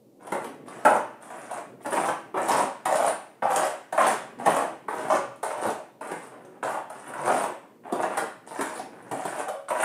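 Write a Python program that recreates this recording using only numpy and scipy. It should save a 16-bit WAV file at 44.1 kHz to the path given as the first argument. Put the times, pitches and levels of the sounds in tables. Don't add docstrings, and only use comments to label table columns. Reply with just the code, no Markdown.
import sys
import numpy as np
from scipy import signal
from scipy.fft import rfft, irfft, next_fast_len
from scipy.io import wavfile
from scipy.ndimage import map_coordinates

SR = 44100
rng = np.random.default_rng(int(sys.argv[2]) if len(sys.argv) > 2 else 0)


def unload_wav(signal):
    wavfile.write(
        sys.argv[1],
        SR,
        np.round(np.clip(np.atleast_2d(signal).T, -1, 1) * 32767).astype(np.int16),
    )


N = 433944
TOP_HZ = 15600


def amp(db):
    return 10 ** (np.asarray(db) / 20)


def unit(x):
    return x / np.sqrt(np.mean(x ** 2) + 1e-20)


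def along(points, hz):
    point_hz, values = np.transpose(points)
    return np.interp(np.log(hz + 1), np.log(point_hz), values)


def wobble(rate_hz):
    knots = rng.standard_normal(1000)
    return map_coordinates(knots, [np.arange(N) / SR * rate_hz], mode="mirror")


# centre_hz, width_hz, lift_db
RESONANCES = [(111, 28, 2), (157, 5, -3.5), (266, 7.2, 2.5), (334.3, 3, 6.5), (463.4, 27, 2),
              (557.3, 6.2, 7.5), (631, 11.6, 4.5), (664, 49, -5.5), (864, 5.9, 0), (958, 39, 4.5),
              (1147, 150, 5), (1454, 360, 5.5), (1826, 110, 2.5), (9250, 3000, 10.5)]


def fixed_resonances(hz):
    return sum(db / (1 + (2 * (hz - centre) / width) ** 2) for centre, width, db in RESONANCES)


# time_s, level_db
MURMUR_LEVEL = [(0.05, -59), (0.62, -47.5), (1.2, -56.5), (1.75, -50), (2.28, -53), (2.81, -59),
                (3.37, -60), (3.88, -62.1), (4.3, -49.5), (4.8, -54), (5.37, -58.5), (5.96, -59.5),
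                (6.45, -54), (6.87, -57.5), (7.8, -57.5), (8.42, -56), (9.0, -49.7), (9.64, -65)]
# frequency_hz, density_db (dB per Hz)
MURMUR_SPECTRUM = [(30, -10), (85, -29.5), (125, -2.5), (175, -2.5), (235, 1.5), (340, 0), (420, 0),
                   (560, -5.5), (720, -12.5), (1500, -41), (4000, -49), (15000, -62)]


def murmur(waver_db, waver_hz):
    size = next_fast_len(N)
    hz, t = np.fft.rfftfreq(size, 1 / SR), np.arange(N) / SR
    colour = amp(along(MURMUR_SPECTRUM, hz) + fixed_resonances(hz))
    noise = irfft(rfft(rng.standard_normal(size)) * colour, size)[:N]
    level_db = np.interp(t, *np.transpose(MURMUR_LEVEL))
    return unit(noise) * amp(level_db + waver_db * wobble(waver_hz))


def flaps(rate_hz, scatter, size_db, puff_s, air):
    gaps = np.exp(scatter * rng.standard_normal(6000))
    at = (np.cumsum(gaps / gaps.mean()) * SR / rate_hz).astype(int)
    sizes = amp(size_db * np.clip(rng.standard_normal(len(at)), -2, 2))
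    slaps = np.bincount(at[at < N], sizes[at < N], N)
    puff_envelope = signal.lfilter([1], [1, -np.exp(-1 / (puff_s * SR))], slaps)
    puffs = puff_envelope * rng.standard_normal(N)
    air = np.clip(air, 0, 1)
    return np.sqrt(1 - air) * unit(slaps) + np.sqrt(air) * unit(puffs)


def saliva(pitch_hz, size_db, hiss, count=3500):
    t = np.arange(128) / SR
    when, pitch, size = rng.random(count), rng.standard_normal(count), rng.exponential(size=count)
    hz = np.minimum(pitch_hz * np.exp(.35 * pitch), TOP_HZ)
    ring = np.sin(2 * np.pi * hz[:, None] * t) * np.exp(-t / .0004)
    clicks = amp(size_db * np.minimum(size, 3))[:, None] * ring
    at = (when * N).astype(int)[:, None] + np.arange(len(t))
    crackle = unit(np.bincount(at.ravel(), clicks.ravel(), N)[:N])
    return unit(crackle + hiss * rng.standard_normal(N))


# start_s, lead_s, push_s, lead_effort_db, push_effort_db, push_swell_db,
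#   chest_db, mouth_db, rasp_db (these three relative to the effort), first_hz, last_hz
GRUNT_ROWS = [ (0.195, 0.14, 0.13, -43, -37.5, 0, -3, -5, -16, 770, 730),
              (0.656, 0.021, 0.155, -40, -42.5, -8, -7, -2.5, -10, 690, 680),
              (0.846, 0.015, 0.1, -22, -22, 2.5, -10, -11, -20, 900, 750),
              (1.2, 0.033, 0.058, -43, -49, -3, -17, -3, -2.5, 850, 804),
              (1.29, 0.21, 0.075, -42.5, -38.5, 10, -7.5, -2.5, -10, 746, 620),
              (1.80, 0.1, 0.19, -39.5, -28, -2, -7, -6.5, -11, 765, 800),
              (2.343, 0.14, 0.15, -30, -23, -6.5, -10.5, -6, -12.5, 769, 890),
              (2.854, 0.13, 0.095, -27, -23.5, 5.5, -11.5, -7, -12.5, 756, 736),
              (3.421, 0.076, 0.18, -33, -24.5, -5.5, -11, -3.5, -11, 830, 720),
              (3.923, 0.05, 0.16, -39.5, -23, -3.5, -9, -3, -11.5, 726, 810),
              (4.385, 0.073, 0.17, -33, -25.5, -9, -8, -6, -13.5, 778, 744),
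              (4.883, 0.2, 0.07, -36, -28.5, 3, -5, -4, -10, 815, 724),
              (5.429, 0.03, 0.069, -23, -28.5, 0.5, -18, -5, -13.5, 720, 840),
              (5.561, 0.058, 0.086, -31, -27.5, -5.5, -7, -7, -11, 785, 675),
              (6.007, 0.13, 0.16, -38, -46, -7, -2.5, -2.5, -7.5, 690, 870),
              (6.30, 0.053, 0.23, -41.5, -53, -10, -2.5, -4, -19, 726, 620),
              (6.627, 0.01, 0.13, -27, -34.5, -5, -11, -5.5, -11.5, 820, 850),
              (6.895, 0.018, 0.19, -53, -40.5, -1, -4.5, -2.5, -13.5, 830, 814),
              (7.131, 0.12, 0.19, -33.5, -23.5, -2.5, -7.5, -7, -13, 970, 580),
              (7.828, 0.096, 0.12, -38.5, -29.5, 11.5, -10.5, -6.5, -21.5, 680, 710),
              (8.089, 0.1, 0.072, -35.5, -37.5, -7, -5.5, -3.5, -12, 790, 815),
              (8.459, 0.14, 0.20, -38.5, -38.5, 4, -8, -4.5, -8.5, 900, 715),
              (8.921, 0.01, 0.17, -41, -47.5, -6.5, -4.5, -3, -15, 810, 725),
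              (9.111, 0.029, 0.27, -36, -37.5, 1.5, -11, -3.5, -8.5, 705, 740),
              (9.682, 0.027, 0.17, -25.5, -27, 25, -13, -4.5, -11, 734, 890), ]
# chest_db, throat_db, mouth_db, rasp_db
REGISTER_DRIFT_DB = [1.7, -1.5, -1.8, 1.6]
ATTACK_S, OPEN_S, RELEASE_S = 0.0017, 0.016, 0.016
FLUTTER_DB, FLUTTER_HZ = 2, 28.04
SOFT_DB, SOFT_SLOWS_S_PER_DB = -33, 0.0022
WET_LAG_S = 0.0065


def effort():
    t, gains = np.arange(N) / SR, np.zeros((4, N))
    for s, lead_s, push_s, lead_db, push_db, swell_db, chest, mouth, rasp, *_ in GRUNT_ROWS:
        length = lead_s + push_s
        near = (t > s) & (t < s + length + .5)
        u = t[near] - s
        push = push_db + swell_db * (np.clip((u - lead_s) / push_s, 0, 1) - .5)
        opening = np.clip((u - lead_s) / OPEN_S + .5, 0, 1)
        level = lead_db + (push - lead_db) * opening
        attack_s = ATTACK_S + SOFT_SLOWS_S_PER_DB * max(SOFT_DB - lead_db, 0)
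        release = np.exp(-np.maximum(u - length, 0) / RELEASE_S)
        gate = (1 - np.exp(-u / attack_s)) * release
        drift = np.outer(REGISTER_DRIFT_DB, np.minimum(u / length, 1) - .5)
        colour = np.array([chest, 0, mouth, rasp])[:, None] + drift
        voice = gate * amp(level + colour)
        voice[3] *= 1 - np.exp(-u / WET_LAG_S)
        gains[:, near] += voice
    return gains * amp(FLUTTER_DB * wobble(FLUTTER_HZ))


def throat_hz():
    points = []
    for s, lead_s, push_s, *_, first_hz, last_hz in GRUNT_ROWS:
        points += [(s, first_hz), (s + lead_s + push_s, last_hz)]
    return np.interp(np.arange(N) / SR, *np.transpose(sorted(points)))


def vowel(x, width_hz, lift_db, trim_db):
    turn = np.exp(2j * np.pi * np.cumsum(throat_hz()) / SR)
    pole = np.exp(-np.pi * width_hz / SR)
    ring = 2 * np.real(turn * signal.lfilter([1 - pole], [1, -pole], x / turn))
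    return amp(trim_db) * (x + amp(lift_db) * ring)


# time_s, level_db, chest_db, mouth_db, rasp_db
BURST_ROWS = [(0.269, -34.5, -7, -20, -12), (0.321, -19, -2, -4, -16), (0.851, -8.5, -13, -4, -19),
              (1.302, -35, -9, -3, -14), (1.511, -29, -18, -9, -11.5), (1.859, -22.5, -6, -5.5, -15.5),
              (1.929, -21.5, -14, -1.5, -14), (2.087, -21.5, -8.5, -3, -30), (2.342, -19.5, -3.5, -12, -34),
              (2.372, -18, -9, -7, -24), (2.484, -15, -20, -23, -13.5), (2.855, -16, -8.5, -3.5, -12),
              (2.955, -24, -26, -5, -5), (3.423, -13, -11.5, -7.5, -35), (3.452, -17.5, -19, -24, -38),
              (3.504, -14.5, -19, -18, -37), (3.925, -20.5, -13, -7, -16), (3.977, -10, -28, -6.5, -34),
              (4.007, -8.5, -30, -8, -26), (4.460, -10, -18.5, -14, -19), (4.564, -15.5, -15, -6, -16),
              (4.883, -21.5, -4, -5, -23), (5.100, -9.5, -20, -11.5, -39), (5.151, -19, -26, -12, -37),
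              (5.430, -15.5, -21, -10.5, -18.5), (5.652, -18, -17, -15, -25), (6.01, -26.5, -13, -9, -20),
              (6.115, -25.5, 0, -2.5, -14), (6.628, -27.5, 2.5, -2.5, -20), (6.772, -24.5, -24, -8, -26),
              (6.899, -32.5, -18, -4, -12.5), (7.136, -30, -12, -0.5, -17), (7.276, -15.5, -27, -30, -19.5),
              (7.923, -19, -1, -23, -17), (8.173, -17.5, -6.5, -3, -9.5), (8.59, -26, 1.5, -0.5, -15),
              (8.609, -21.5, -2.5, 0.5, -7), (9.113, -19, -3, -9, -17.5), (9.252, -24.5, 0, -32, -12.5),
              (9.483, -20, -14, -32, -16.5), (9.704, -15, -13.5, -7.5, -21.5)]


def bursts(burst_db, slap_db, swell_s):
    u = np.arange(SR // 16) / SR / swell_s
    crest = round(swell_s * SR)
    gush = (u * np.exp(1 - u)) ** 2
    drive = np.zeros((4, N + SR))
    for s, db, chest, mouth, rasp in BURST_ROWS:
        pop = gush * rng.standard_normal(len(u))
        pop[crest] += amp(slap_db)
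        start = round(s * SR) - crest // 2
        gains = amp(db + burst_db + np.array([chest, 0, mouth, rasp]))
        drive[:, start:start + len(u)] += gains[:, None] * pop
    return drive[:, :N]


# start_s, level_db
SMACK_ROWS = [(0.443, -27), (2.4894, -31), (3.5597, -14.5), (4.0687, -16.5), (4.0844, -20), (5.3582, -43),
              (5.7019, -26.5), (6.4494, -43)]


def smacks(level_db, swell_s):
    start_s, smack_db = np.array(SMACK_ROWS).T
    u = np.maximum(np.arange(N) / SR - start_s[:, None], 0) / swell_s
    return amp(smack_db + level_db) @ (u * np.exp(1 - np.minimum(u, 50)))


def causal(gain):
    cepstrum = irfft(np.log(np.maximum(gain / gain.max(), 1e-5)))
    half = len(cepstrum) // 2
    cepstrum[1:half] *= 2
    cepstrum[half + 1:] = 0
    response = irfft(np.exp(rfft(cepstrum)))[:half]
    return response / np.linalg.norm(response)


# frequency_hz, density_db (dB per Hz)
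VOICE_SPECTRUM = [(35, -69), (80, -50), (118, -27), (265, -14.5), (480, -6.5), (630, -0.5), (830, -5.5),
                  (1320, -8), (1700, -11.5), (2600, -20), (4400, -33), (6230, -34.5), (9250, -32.5),
                  (15400, -43)]
REGISTER_BORDERS_HZ = [417, 1067, 3170]


def tract(size=16384):
    hz = np.fft.rfftfreq(size, 1 / SR)
    colour = amp(along(VOICE_SPECTRUM, hz) + fixed_resonances(hz))
    below = [1 / (1 + (hz / edge) ** 7) for edge in REGISTER_BORDERS_HZ]
    power_shares = np.diff([0 * hz, *below, 1 + 0 * hz], axis=0)
    return [causal(colour * np.sqrt(np.abs(share))) for share in power_shares]


def pig():
    rattle = flaps(rate_hz=120, scatter=.55, size_db=3.0, puff_s=0.0017, air=0.42)
    crackle = saliva(pitch_hz=8250, size_db=6, hiss=0.87)
    sources = [amp(0.87) * rattle, amp(0.86) * rattle, amp(-0.5) * rattle, amp(-4.5) * crackle]
    held = effort() * sources
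    chest, throat, mouth, rasp = held + bursts(burst_db=-0.25, slap_db=13.5, swell_s=.005)
    rasp = rasp + smacks(level_db=-8.5, swell_s=0.0017) * crackle
    throat = vowel(throat, width_hz=266, lift_db=3.5, trim_db=-4.5)
    drives = (chest, throat, mouth, rasp)
    return sum(signal.oaconvolve(drive, response)[:N] for drive, response in zip(drives, tract()))


# frequency_hz, t60_s
PEN_DECAY = [(150, 0.38), (400, 0.31), (1000, 0.37), (2800, 0.5), (7300, 0.33), (14000, 0.25)]


def pen(x, direct_db, wall_db, wall_s, tail_db, late_db, count=130):
    hz, t, z = signal.stft(rng.standard_normal((count, SR // 2)), SR, nperseg=256)
    fall_db = -60 * t / along(PEN_DECAY, hz)[:, None]
    decay = amp(fall_db) + amp(late_db + fall_db / 2)
    tails = signal.istft(z * decay, SR, nperseg=256)[1]
    hop = N // count + 1
    wet, padded = np.zeros(N + 2 * SR), np.pad(x, (hop, 3 * hop))
    fade = np.sin(np.pi * np.arange(2 * hop) / (2 * hop))
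    for k in range(count + 1):
        tail = tails[k % count]
        stretch = padded[k * hop:(k + 2) * hop] * fade
        ring = signal.fftconvolve(stretch, tail / np.linalg.norm(tail))
        wet[k * hop:k * hop + len(ring)] += ring
    wall = np.pad(x, (round(wall_s * SR), 0))[:N]
    return amp(direct_db) * x + amp(wall_db) * wall + amp(tail_db) * wet[hop:hop + N]


# start_s, length_s, first_hz, last_hz, level_db
MOAN_ROWS = [(4.349, 0.13, 199.8, 320, -35.5), (5.21, 0.14, 129, 127, -50.5), (6.387, 0.22, 357, 389, -50),
             (7.12, 0.16, 146, 141, -47.5), (9.383, 0.056, 580, 560, -45), (9.461, 0.034, 736, 802, -24.5)]


def moans(overtone_db, rough_db, rough_hz):
    out = np.zeros(N + SR)
    for s, length, first_hz, last_hz, db in MOAN_ROWS:
        n = round(length * SR)
        phase = 2 * np.pi * np.cumsum(np.linspace(first_hz, last_hz, n)) / SR
        tone = np.sin(phase) + amp(overtone_db) * np.sin(2 * phase)
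        out[round(s * SR):][:n] += amp(db) * np.hanning(n) * tone
    return out[:N] * amp(rough_db * wobble(rough_hz))


def scene():
    animal = pig() + moans(overtone_db=-17.5, rough_db=2, rough_hz=110.7)
    voice = pen(animal, direct_db=-4.5, wall_db=-24, wall_s=.0047, tail_db=-1.0, late_db=-16)
    hiss = amp(-72.5) * rng.standard_normal(N)
    background = amp(1.55) * murmur(waver_db=-0.8, waver_hz=19)
    return (voice + background + hiss)[None]


def record(dry):
    thin = signal.sosfilt(signal.butter(2, 60, "highpass", fs=SR, output="sos"), dry)
    size = next_fast_len(N + 8192)
    kept = np.fft.rfftfreq(size, 1 / SR) < TOP_HZ
    return irfft(rfft(thin, size) * kept, size)[:, :N]


dry = scene()
out = record(dry)
unload_wav(out)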